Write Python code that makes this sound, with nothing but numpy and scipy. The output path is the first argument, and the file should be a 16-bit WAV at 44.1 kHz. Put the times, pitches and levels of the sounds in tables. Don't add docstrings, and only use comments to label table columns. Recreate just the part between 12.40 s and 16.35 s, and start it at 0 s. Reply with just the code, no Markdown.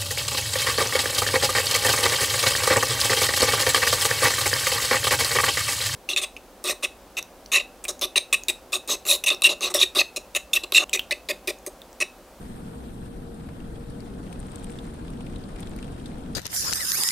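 import sys
import numpy as np
from scipy import signal
from scipy.fft import rfft, irfft
from scipy.io import wavfile
from scipy.ndimage import uniform_filter1d

SR = 44100
rng = np.random.default_rng(int(sys.argv[2]) if len(sys.argv) > 2 else 0)


def linear_from_db(decibels):
    return 10 ** (np.asarray(decibels, float) / 20)


def transcribe(u):
    v = np.clip(np.atleast_2d(u).T, -1, 1)
    q = np.round(v * 32767).astype(np.int16)
    wavfile.write(sys.argv[1], SR, q)


N = 174195

# [t/s, rumble level/dB, spray level/dB]
MACHINERY = [(0.0, -41.5, -57.5), (0.45, -40, -58.5), (0.85, -40.5, -59.5), (1.2, -41.5, -59),
             (1.43, -39, -58.5), (1.462, -46.5, -58.5), (1.485, -38.5, -58.5), (1.95, -39, -57),
             (2.22, -40, -56), (2.5, -39.5, -57), (2.75, -39, -58), (2.9, -38, -57.5), (3.16, -40, -57),
             (3.23, -38, -56), (3.6, -38.5, -57.5), (3.95, -37.5, -57.5)]
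# [f/Hz, level per Hz/dB]
BODY_COLOUR = [(8.8, -32), (15, 6), (32, 1), (92, -3), (188, -2.5), (430, -11.5), (471, -13), (566, -17.5),
               (1200, -30), (1560, -29), (2640, -120)]
# [f/Hz, width/Hz, level/dB]
CABIN_BOOMS = [(27.4, 8.5, -1), (39, 2.3, -5), (62, 26, 1.5), (178, 14.5, 2.5), (251, 72, 5), (780, 4.8, 0),
               (1500, 800, 2.5)]
# [f/Hz, level per Hz/dB]
SPRAY_COLOUR = [(300, -11), (700, 1.5), (1600, -8), (2000, -14.5), (3800, -15.5), (6500, -25.5),
                (10000, -27.5), (14500, -35.5)]
# [t/s, level/dB]
MIST_LEVEL = [(0.0, -62.5), (0.79, -68.5), (1.8, -71.5), (2.3, -73), (2.8, -73), (3.3, -75), (3.95, -72)]
# [t/s, peak level/dB, pitch f/Hz, pan/dB]
FOAM_SPLATS = [(1.0071, -48, 1670, 4), (1.0883, -41.5, 1240, 2), (1.2024, -45, 2280, 4),
               (1.355, -47.5, 3400, -4), (1.4982, -50.5, 4330, 5), (1.6042, -44, 4360, 9),
               (1.866, -45.5, 2400, 2), (1.927, -39.5, 2760, 7), (2.0916, -60, 2400, 2),
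               (2.1176, -47, 3020, 4), (2.1579, -44.5, 3370, 2), (2.195, -50, 3500, 5),
               (2.243, -42, 3260, 0), (2.2972, -43, 2270, 4), (2.2822, -50, 1700, 3), (2.32, -47, 3070, 6),
               (2.355, -47, 1700, 4), (2.387, -37, 3420, 1), (2.453, -46, 1800, 6), (2.6479, -50, 1700, 3),
               (2.7018, -47, 2800, -1), (2.7342, -45.5, 1980, 5), (2.68, -41.5, 2720, 1),
               (2.772, -49, 3200, 5), (2.806, -41, 2700, 1), (2.864, -40.5, 2250, 2),
               (2.8984, -46, 1700, 1), (2.934, -45, 2130, -2), (2.9582, -41, 3700, 2),
               (3.0378, -43.5, 4050, 2), (3.16, -42.5, 2450, 5), (3.1951, -44.5, 2120, 12),
               (3.229, -35.5, 3460, 0), (3.2715, -38.5, 3160, 5), (3.3337, -46, 2100, 3),
               (3.3876, -38, 2100, 6), (3.363, -49, 4500, 4), (3.4263, -36.5, 2840, 2),
               (3.4427, -45, 3050, 7), (3.479, -44, 1700, 7), (3.5254, -51, 2540, 4),
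               (3.5984, -44.5, 3230, 3), (3.658, -35.5, 3880, 3), (3.7159, -47, 2100, 6),
               (3.7414, -47, 1940, 2), (3.77, -53, 1500, 3), (3.8368, -47.5, 3300, 4)]
# [t/s, peak level/dB, pan/dB]
DROPLET_TICKS = [(1.502, -45, 16), (1.6053, -45, 10), (1.928, -42, 15), (2.001, -38.5, 21.5),
                 (0.1605, -45, 8), (0.66, -48, 14), (0.9428, -46, 10), (1.993, -43, 13), (2.0666, -44, 11),
                 (2.132, -52, 14), (2.2189, -55, 12), (2.2273, -47, 14), (2.2355, -43, 16),
                 (2.316, -38, 13), (2.325, -42, 13), (2.386, -54, 6), (2.4319, -47, 15),
                 (2.4668, -43.5, 13), (2.117, -40.5, 20), (2.1579, -31.5, 21), (2.1938, -43, 12),
                 (2.2427, -34, 19), (2.3036, -38.5, 15), (2.5401, -45, 19), (2.7032, -43.5, 16),
                 (2.7331, -49, 7.5), (2.7995, -57, 7.5), (2.6728, -48, 8), (2.9572, -47, 9),
                 (2.983, -44, 11), (3.1038, -51, 8), (3.1592, -46, 14), (3.197, -45, 12), (3.308, -53, 12),
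                 (3.205, -38, 15), (3.2285, -54, 8), (3.2719, -50, 13), (3.294, -43, 14), (3.363, -48, 17),
                 (3.3861, -50, 10), (3.4436, -46, 12), (3.427, -44, 14), (3.5202, -45, 15),
                 (3.6021, -47, 10), (3.6604, -42.5, 17), (3.68, -45, 12), (3.7827, -47, 13),
                 (3.8112, -49, 9), (3.9215, -53, 12), (3.928, -46, 16)]
# [t/s, peak level/dB]
GLASS_SNAPS = [
    (3.2048, -39),
    (3.363, -39),
    (2.2435, -44),
    (3.2944, -46),
    (3.2295, -47),
    (1.927, -46),
    (3.66, -46),
    (3.7835, -48),
]
# [t/s, level/dB, f/Hz]
BRUSH_THUDS = [
    (2.06, -34, 32.7),
    (2.271, -38, 27.3),
    (2.489, -31, 28.3),
    (2.721, -29.5, 37.4),
    (2.962, -32, 36.8),
    (3.152, -30.5, 35.6),
    (3.373, -33, 34.3),
    (3.701, -35, 46),
]
# [f/Hz, rms level/dB, width/Hz, pan/dB]
PUMP_TONES = [(469.2, -55.5, 0.9, 14.5), (477, -61, 6.13, 11), (821, -69, 2.9, -2)]
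# [t/s, level/dB]
PUMP_LOAD = [(0.0, -61), (0.37, -50.5), (0.46, -55), (0.6, -56.5), (0.95, -50.5), (1.13, -59.5),
             (1.4, -51.5), (1.7, -54.5), (2.05, -61.5), (2.21, -49.5), (2.4, -51), (2.6, -56),
             (3.15, -55.5), (3.53, -56.5), (3.74, -51), (3.88, -55.5), (3.95, -54)]
# [start t/s, end t/s, f/Hz, left level/dB, right level/dB]
WHISTLE_TONES = [
    (0, 3.95, 13028, -88, -91),
    (1.35, 1.76, 11730, -97, -79),
    (1.82, 2.0, 11730, -97, -80),
    (2.3, 2.9, 10390, -98, -83),
]
# [f/Hz, likeness/0-1]
LIKENESS = [(30, .99), (170, .96), (300, .76), (550, .4), (1100, .45), (2200, .35), (4500, .12),
            (14000, .08)]
# [f/Hz, level/dB]
BALANCE = [(30, 3.5), (130, -1), (380, 1.5), (600, -2), (1400, 4.5), (3000, 3), (6500, 1.5), (14000, -2.5)]
# [f/Hz, phase/rad]
PORT_LAG = [(30, 0), (250, .05), (650, .5), (900, 2.8), (1100, 3.3), (1700, 6.3), (2300, 6.3), (3800, 12.6)]
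# [f/Hz, width/Hz, level/dB]
PORT_RESONANCES = [(8770, 1750, 13.5), (11300, 3300, 6)]


def evened(x):
    return x / np.sqrt(np.mean(x ** 2) + 1e-20)


def peaked(x):
    return x / abs(x).max(axis=1, keepdims=True)


def pan(db):
    return linear_from_db(np.array([[0.5], [-0.5]]) * db)


def read(points, hz):
    f, value = np.transpose(points)
    return np.interp(np.log(hz + 1), np.log(f + 1), value)


def control(table, t, order):
    columns = np.transpose(table)
    return np.interp(t, columns[0], columns[order])


def add(mix, s, sound):
    part = mix[:, round(s * SR):][:, :sound.shape[1]]
    part += sound[:, :part.shape[1]]


def bump(hz, centre_hz, width_hz, db):
    return 1 + (linear_from_db(db) - 1) / (1 + (2 * (hz - centre_hz) / width_hz) ** 2)


def ring(x, hz, width_hz):
    turn = np.exp(2j * np.pi * hz * np.arange(x.shape[-1]) / SR)
    decay = np.exp(-np.pi * width_hz / SR)
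    return 2 * (turn * signal.lfilter([1 - decay], [1, -decay], x / turn)).real


def band(x, hz, width_hz):
    return ring(ring(x, hz, width_hz), hz, width_hz) * np.sqrt(SR / (4 * width_hz))


def noise(colour, size, patchy_db, flicker_db):
    frames, hz = 4 * N // size + 5, np.fft.rfftfreq(size, 1 / SR)
    a, b, c, d, patches = rng.standard_normal((frames, len(hz), 5)).T
    patches = uniform_filter1d(patches, size=10, axis=0)
    patches = evened(uniform_filter1d(patches, size=10, axis=1))
    flicker = evened(uniform_filter1d(rng.standard_normal(frames), size=5))
    same = np.clip(read(LIKENESS, hz), 0, 1)[:, None]
    lean = linear_from_db(read(BALANCE, hz) / 2)[:, None]
    late = np.exp(-1j * read(PORT_LAG, hz))[:, None]
    left = a + 1j * b
    right = same * left * late + np.sqrt(1 - same ** 2) * (c + 1j * d)
    z = np.array([left * lean, right / lean])
    z *= colour(hz)[:, None] * linear_from_db(patchy_db * patches + flicker_db * flicker)
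    return evened(signal.istft(z, nperseg=size, noverlap=size * 3 // 4)[1][:, :N])


def rumble():
    def colour(hz):
        muffle_db = 60 * (hz > 1200) * np.log10(hz / 1200 + 1e-9)
        booms = np.prod([bump(hz, *b) for b in CABIN_BOOMS], axis=0)
        return linear_from_db(read(BODY_COLOUR, hz) - muffle_db) * booms * (hz > 12)

    level = linear_from_db(control(MACHINERY, np.arange(N) / SR, order=1) + 2.5)
    return level * noise(colour, size=4096, patchy_db=-0.38, flicker_db=0.07)


def spray():
    def on_glass(hz):
        return linear_from_db(read(SPRAY_COLOUR, hz)) * (hz > 300)

    def far(hz):
        return 1 / (1 + (7000 / (hz + 1)) ** 4)

    t = np.arange(N) / SR
    hiss = noise(on_glass, size=512, patchy_db=1.7, flicker_db=0.5)
    mist = noise(far, size=512, patchy_db=1.1, flicker_db=0.3)
    return linear_from_db(control(MACHINERY, t, order=2) + 7.0) * hiss + linear_from_db(control(MIST_LEVEL, t, order=1) + 1.5) * mist


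def burst(t60, tail_db, tail_t60):
    t, rise_s = np.arange(4400) / SR, 0.00021
    decay = linear_from_db(-60 * t / t60) + linear_from_db(tail_db - 60 * t / tail_t60)
    shape = (1 - np.exp(-t / rise_s)) * decay
    x = rng.standard_normal((3, len(t)))
    ragged = linear_from_db(2.7 * evened(uniform_filter1d(rng.standard_normal(len(t)), size=60)))
    return shape * ragged * (x[:2] + 0.5 * x[2])


def splat(db, hz, pan_db):
    patch = band(burst(t60=0.025, tail_db=-14, tail_t60=0.07), hz, width_hz=1230)
    slap = band(burst(t60=0.017, tail_db=-16, tail_t60=0.06), 2940, width_hz=4200)
    return linear_from_db(db) * pan(pan_db) * (peaked(patch) + linear_from_db(-3) * peaked(slap))


def tick(db, pan_db):
    x = burst(t60=0.012, tail_db=-19, tail_t60=0.06)
    puff = peaked(band(x, 8800, width_hz=2500))
    edge = linear_from_db(-13.5) * np.diff(x, axis=1, prepend=0)
    return linear_from_db(db - 8) * pan(pan_db - 11.5) * (puff + edge)


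def drops():
    out = np.zeros((2, N))
    for s, *row in FOAM_SPLATS:
        add(out, s, splat(*row))
    for s, *row in DROPLET_TICKS:
        add(out, s, tick(*row))
    return out


def snaps():
    out, t = np.zeros((2, N)), np.arange(300) / SR
    for s, db in GLASS_SNAPS:
        click = np.diff(rng.standard_normal((2, len(t))), axis=1, prepend=0) * linear_from_db(-60 * t / 0.0065)
        add(out, s, linear_from_db(db + np.array([[0], [-9]])) * click)
    return out


def thuds():
    out, t, swell_s = np.zeros((2, N)), np.arange(-0.15, 0.15, 1 / SR), 0.021
    for s, db, hz in BRUSH_THUDS:
        rock = np.exp(-(t / swell_s) ** 2) * np.sin(2 * np.pi * hz * t)
        add(out, s + t[0], linear_from_db(db) * pan(1.6) * rock)
    return out


def patter():
    out, hits_per_s, spread_db = np.zeros((2, N)), 320, 3.0
    for hz in np.geomspace(1200, 8800, num=10):
        hits = rng.random(N) < hits_per_s / 10 / SR
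        size = hits * linear_from_db(spread_db * np.minimum(rng.exponential(1, N), 3))
        drop = splat(0, hz, 0.37)[:, :1500] * (1800 / hz) ** 0.86
        out += signal.oaconvolve(size[None], drop, axes=1)[:, :N]
    spray_db = control(MACHINERY, np.arange(N) / SR, order=2)
    return linear_from_db(2.74 * (spray_db + 56) - 56.5) * evened(out)


def hum():
    out, t = np.zeros((2, N)), np.arange(N) / SR
    for hz, db, width_hz, pan_db in PUMP_TONES:
        drift = np.cumsum(rng.standard_normal(N)) * np.sqrt(2 * np.pi * abs(width_hz) / SR)
        tone = np.sin(2 * np.pi * hz * t + uniform_filter1d(drift, size=800))
        out += linear_from_db(db + 2) * tone * pan(pan_db)
    return out * linear_from_db(control(PUMP_LOAD, t, order=1) + 53.5)


def whistles():
    out, t = np.zeros((2, N)), np.arange(N) / SR
    for start, end, hz, left_db, right_db in WHISTLE_TONES:
        on = np.clip(np.minimum(t - start, end - t) / 0.03, 0, 1)
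        out += linear_from_db(np.array([[left_db], [right_db]])) * on * np.sin(2 * np.pi * hz * t)
    return out


def scene():
    return rumble() + spray() + drops() + snaps() + thuds() + patter() + hum() + whistles()


def low_pass(x):
    return signal.sosfilt(signal.butter(12, 14330, fs=SR, output="sos"), x)


def record(dry):
    hz = np.fft.rfftfreq(N, 1 / SR)
    ports = np.array([bump(hz, *p) for p in PORT_RESONANCES]) * np.where(hz < 14350, 1, 0.1)
    mix = irfft(rfft(dry, axis=1) * ports, N, axis=1)
    return low_pass(mix)


dry = scene()
out = record(dry)
transcribe(out)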